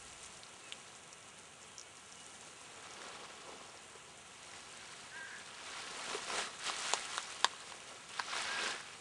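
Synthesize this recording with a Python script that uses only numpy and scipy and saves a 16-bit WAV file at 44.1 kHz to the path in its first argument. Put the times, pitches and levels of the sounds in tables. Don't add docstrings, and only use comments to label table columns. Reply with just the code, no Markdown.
import sys
import numpy as np
from scipy import signal
from scipy.fft import rfft, irfft, next_fast_len
from scipy.io import wavfile
from scipy.ndimage import map_coordinates

SR = 44100
rng = np.random.default_rng(int(sys.argv[2]) if len(sys.argv) > 2 else 0)


def output_pcm(signal):
    pcm = np.clip(np.atleast_2d(signal).T, -1, 1) * 32767
    wavfile.write(sys.argv[1], SR, np.round(pcm).astype(np.int16))


N = 397208
TIME = np.arange(N) / SR


def amp(db):
    return 10 ** (np.asarray(db) / 20)


def unit(x):
    return x / np.sqrt(np.mean(x ** 2) + 1e-20)


def curves(rows, t):
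    times, *columns = np.transpose(rows)
    return [np.interp(t, times, column) for column in columns]


def gain(points, hz):
    frequencies, db = np.transpose(points)
    return amp(np.interp(np.log(hz + 1), np.log(frequencies), db))


def filtered(x, response):
    size = next_fast_len(N + 8192)
    return irfft(rfft(x, size) * response(np.fft.rfftfreq(size, 1 / SR)), size)[:N]


def coloured(x, eq):
    return unit(filtered(x, lambda hz: gain(eq, hz)))


def wobble(rate):
    return map_coordinates(rng.standard_normal(int(N * rate / SR) + 4), [TIME * rate])


def fade(t, t60):
    return 1000 ** (-t / t60)


def add(track, start, sound):
    part = track[round(start * SR):][:len(sound)]
    part += sound[:len(part)]


def scatter(x, t60):
    tail = rng.standard_normal(SR) * fade(TIME[:SR], t60)
    return signal.fftconvolve(x, tail / np.linalg.norm(tail))[:N]


def air():
    # (frequency [Hz], relative level [dB])
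    hiss_eq = [(25, -38), (55, -8), (90, 2), (200, 1.5), (450, 2), (1100, 2), (1800, -2), (2800, 1),
               (4000, -7), (4800, -17.5), (6300, -6), (8500, -6), (10500, -15)]
    # (time [s], level [dB])
    breeze = [(.15, -68.5), (.4, -77), (.7, -96)]
    # (frequency [Hz], level [dB])
    whine_tones = [(1335, -75.5), (2925, -76), (8100, -83)]
    hiss = coloured(rng.standard_normal(N), hiss_eq) * amp(-57.0 + 0.12 * wobble(2.8))
    rumble = coloured(rng.standard_normal(N), [(15, -14), (75, 13), (150, -18), (500, -70)])
    whine = sum(amp(db) * unit(np.sin(2 * np.pi * hz * TIME)) for hz, db in whine_tones)
    return hiss + rumble * amp(curves(breeze, TIME)[0]) + whine


def push_levels():
    # (stalks [dB], litter [dB], leaves [dB])
    rest_db = [-64, -70, -63]
    # (peak time [s], swell [s], settle [s], stalks [dB], litter [dB re stalks], leaves [dB re stalks])
    pushes = [(.24, .5, 0.23, -59.5, -10, 2.5), (.75, 0.68, 0.39, -62, -5, -1.5),
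              (2.35, 0.43, 0.73, -63, -13, 3), (3.07, 0.42, 0.66, -52.5, -2, -11),
              (3.48, 0.065, 0.26, -60.5, 6.5, -22), (4.53, 0.17, 0.3, -56.5, -8, -5),
              (4.9, 0.48, 0.94, -54, -12.5, -7), (5.78, 0.33, 0.47, -47, -10, -9),
              (6.15, .22, 0.062, -43, -5.5, -5), (6.39, .125, 0.079, -37.5, -6, -6.5),
              (6.685, 0.039, 0.039, -35.5, -12, -10.5), (6.87, 0.23, 0.23, -40, -13, -5.5),
              (7.16, 0.14, 0.099, -47, -14, -2.5), (7.38, 0.41, 0.29, -49, -10.5, -6),
              (7.71, 0.12, 0.1, -51.5, -8, -5), (7.89, 0.072, 0.17, -53.5, -5, -6),
              (8.18, 0.11, 0.17, -47, -17, -9.5), (8.37, 0.094, 0.24, -38, -13, -11),
              (8.67, 0.15, .1, -38, -8, -10), (8.9, 0.1, 0.18, -52.5, -11, -9)]
    range_db, roundness = 9.5, 1.25
    power = amp(rest_db)[:, None] ** 2 * np.ones(N)
    for peak, swell, settle, stalk_db, litter_db, leaf_db in pushes:
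        from_peak = np.maximum((peak - TIME) / swell, (TIME - peak) / settle)
        near = from_peak < 6
        push_db = stalk_db - range_db * np.abs(from_peak[near]) ** roundness
        power[:, near] += np.outer(amp([0, litter_db, leaf_db]), amp(push_db)) ** 2
    return 10 * np.log10(power)


def crackle(per_s, top_hz, t60, spread_db):
    rubbing = amp(5) * rng.standard_normal(N)
    when, pitch, size = rng.random((int(per_s * N / SR), 3)).T
    samples = np.arange(int(t60 * SR) + 2)
    t = samples / SR
    strength = amp(spread_db * np.minimum(-np.log(1 - size), 4))
    rings = strength[:, None] * fade(t, t60) * np.sin(2 * np.pi * top_hz * pitch[:, None] * t)
    positions = (when * N).astype(int)[:, None] + samples
    fractures = np.bincount(positions.ravel(), rings.ravel(), N)[:N]
    return unit(fractures) + rubbing


def reeds():
    # (frequency [Hz], relative level [dB])
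    litter_eq = [(60, -27), (150, -12.5), (260, -4), (400, -1), (600, -0.5), (780, -2), (1200, -1),
                 (2200, -23)]
    stalk_eq = [(300, -31), (650, -9), (1000, -4), (1350, -0.5), (1900, -2.5), (2800, -2.5), (4200, -5),
                (5500, -8.5), (9000, -26)]
    # (frequency [Hz], relative level [dB])
    leaf_eq = [(2000, -24), (3800, -2), (4800, -6), (6300, 1), (8500, 1), (10000, -6), (12000, -20.5)]
    stalk_db, litter_db, leaf_db = push_levels()
    litter = coloured(crackle(per_s=500, top_hz=1480, t60=0.012, spread_db=0), litter_eq)
    stalks = coloured(crackle(per_s=1200, top_hz=6060, t60=0.0055, spread_db=2.5), stalk_eq)
    leaves = coloured(crackle(per_s=1200, top_hz=11100, t60=0.00078, spread_db=6.5), leaf_eq)
    slip_db = wobble(55) * np.interp(stalk_db, [-58, -40], [1.2, 0.4])
    return amp(slip_db) * (litter * amp(litter_db) + stalks * amp(stalk_db) + leaves * amp(leaf_db))


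def stray_flicks():
    per_s, spread_octaves = 6, 0.2
    when, size, pitch = rng.random((int(per_s * N / SR), 3)).T
    db = -46 + 2.5 * np.minimum(-np.log(1 - size), 2)
    hz = 6400 * 2 ** (spread_octaves * (2 * pitch - 1))
    return list(zip(when * TIME[-1], db, hz))


def ticks():
    # (time [s], level [dB], pitch [Hz])
    sharp_ticks = [(.262, -33.5, 8000), (0.434, -34, 4200), (.466, -42, 4500), (.7237, -26.5, 3040),
                   (.7239, -32, 7600), (.9515, -38, 6600), (1.1292, -34.5, 6400), (1.782, -29, 6150),
                   (1.7964, -31, 6300), (1.814, -33, 6040), (1.9704, -38, 6500), (2.1246, -36, 5900),
                   (2.265, -35, 8000), (2.908, -38, 6300), (2.937, -38, 6200), (3.0865, -35.5, 6900),
                   (3.7739, -40, 5000), (6.9359, -15, 6950), (7.228, -28, 7400)]
    attack_cycles = 0.84
    dry, t = np.zeros(N), TIME[:SR // 50]
    for start, db, hz in sharp_ticks + stray_flicks():
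        swell = t * hz / attack_cycles
        add(dry, start, amp(db) * swell * np.exp(1 - swell) * np.sin(2 * np.pi * hz * t))
    return dry + amp(-4.5) * scatter(dry, t60=0.047)


def songbird():
    # (time [s], length [s], start pitch [Hz], end pitch [Hz], level [dB])
    whistles = [(0.608, 0.12, 2720, 2450, -59), (1.48, 0.44, 3330, 3080, -70), (2.03, .32, 3000, 2820, -67)]
    dry = np.zeros(N)
    for start, length, from_hz, to_hz, db in whistles:
        progress = np.linspace(0, 1, int(length * SR))
        pitch = from_hz + (to_hz - from_hz) * progress
        tone = np.sin(2 * np.pi * np.cumsum(pitch) / SR)
        add(dry, start, amp(db) * np.sin(np.pi * progress) * tone)
    return dry + amp(-2) * scatter(dry, t60=0.81)


def stalk_snaps():
    # (time [s], level [dB], pitch [Hz], crack [dB re ring])
    breaks = [(3.018, -34, 1720, -13), (3.953, -39.5, 435, -17), (4.5363, -40, 1860, -5),
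              (6.148, -23.5, 406, -21), (6.302, -31, 960, -3), (6.3894, -25, 810, -14),
              (6.6978, -24, 1120, -21), (6.9358, -17, 900, -5.5), (7.18, -20, 1450, -10),
              (7.4449, -10, 975, -8), (7.4456, -15, 1600, -7.5), (7.536, -34, 1200, -18),
              (7.7214, -32.5, 990, -10), (7.803, -35, 2770, -5), (8.1932, -26, 1600, -20),
              (8.197, -16.5, 1550, -24), (8.1979, -23.5, 1000, -22), (8.3654, -23.5, 1500, -12)]
    # (frequency [Hz], gain [dB])
    splinter_eq = [(600, 6), (1600, 10.0), (4400, 8.0), (5500, 5.5), (9000, -2), (12000, -7)]
    ring_cycles, low_cut_hz = 9.8, 330
    rings, cracks, t = np.zeros(N), np.zeros(N), TIME[:SR // 10]
    for start, db, hz, crack_db in breaks:
        phase, t60 = 2 * np.pi * hz * t, ring_cycles / hz
        low_mode = fade(t, t60) * np.sin(phase)
        high_mode = amp(-6.5) * fade(t, t60 / 2) * np.sin(2.82 * phase)
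        add(rings, start, amp(db) * (low_mode + high_mode))
        add(cracks, start, amp(db + crack_db) * fade(t, t60=0.0059) * rng.standard_normal(len(t)))
    splinters = filtered(cracks, lambda hz: gain(splinter_eq, hz))
    low_cut = signal.butter(2, low_cut_hz, "highpass", fs=SR, output="sos").repeat(2, axis=0)
    dry = signal.sosfilt(low_cut, rings + splinters)
    return dry + amp(-12.0) * scatter(dry, t60=0.091)


def crow():
    # (time from its start [s], pitch [Hz], effort [dB], hoarse pitch jitter [ratio])
    contour = [(0, 294.8, -6.5, 0.026), (.05, 324, -1, 0.012), (.13, 318, -2.5, 0.01),
               (.18, 300, -4, 0.042), (.23, 284, -2.5, .06), (.3, 273, -11, 0.036)]
    # (time [s], level [dB], transposition [ratio])
    calls = [(5.115, -47, 1), (8.475, -43.5, 1.02)]
    # (frequency [Hz], relative level [dB])
    throat_eq = [(600, -45), (1000, -13), (1300, -25), (1550, 0.5), (1720, -4), (1950, -10.5), (2800, -38)]
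    flutter_hz, flutter_db = 49, 1.4
    dry = np.zeros(N)
    for start, db, transpose in calls:
        calling = (TIME > start) & (TIME < start + contour[-1][0])
        pitch, effort_db, jitter = curves(contour, TIME[calling] - start)
        flutter = np.sin(2 * np.pi * flutter_hz * TIME[calling])
        pitch = transpose * pitch * (1 + jitter * wobble(170)[calling] + 0.02 * flutter)
        phase = 2 * np.pi * np.cumsum(pitch) / SR
        voice = sum(gain(throat_eq, k * pitch) * np.sin(k * phase) for k in range(2, 10))
        dry[calling] += unit(voice) * amp(db + effort_db + flutter_db * flutter)
    return dry + amp(-12.5) * scatter(dry, t60=0.26)


def notches(hz, spacing_hz, width_hz, depth):
    response = np.ones(len(hz), complex)
    for centre in spacing_hz * np.r_[1:19, 20:30:2]:
        band = 1j * hz * width_hz * (1 + centre / 6000)
        response *= 1 - depth * band / (centre ** 2 - hz ** 2 + band)
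    return response


def scene():
    return (reeds() + stalk_snaps() + ticks() + crow() + songbird() + air())[None]


def record(dry):
    # (frequency [Hz], gain [dB])
    rolloff = [(10500, 0.5), (11000, -14.5), (12000, -11)]
    motor_hz, band_limit_hz = 300, 12200

    def response(hz):
        comb = notches(hz, motor_hz, width_hz=41.4, depth=0.61)
        return comb * (hz < band_limit_hz) * gain(rolloff, hz)

    return filtered(dry[0], response)[None]


dry = scene()
out = record(dry)
output_pcm(out)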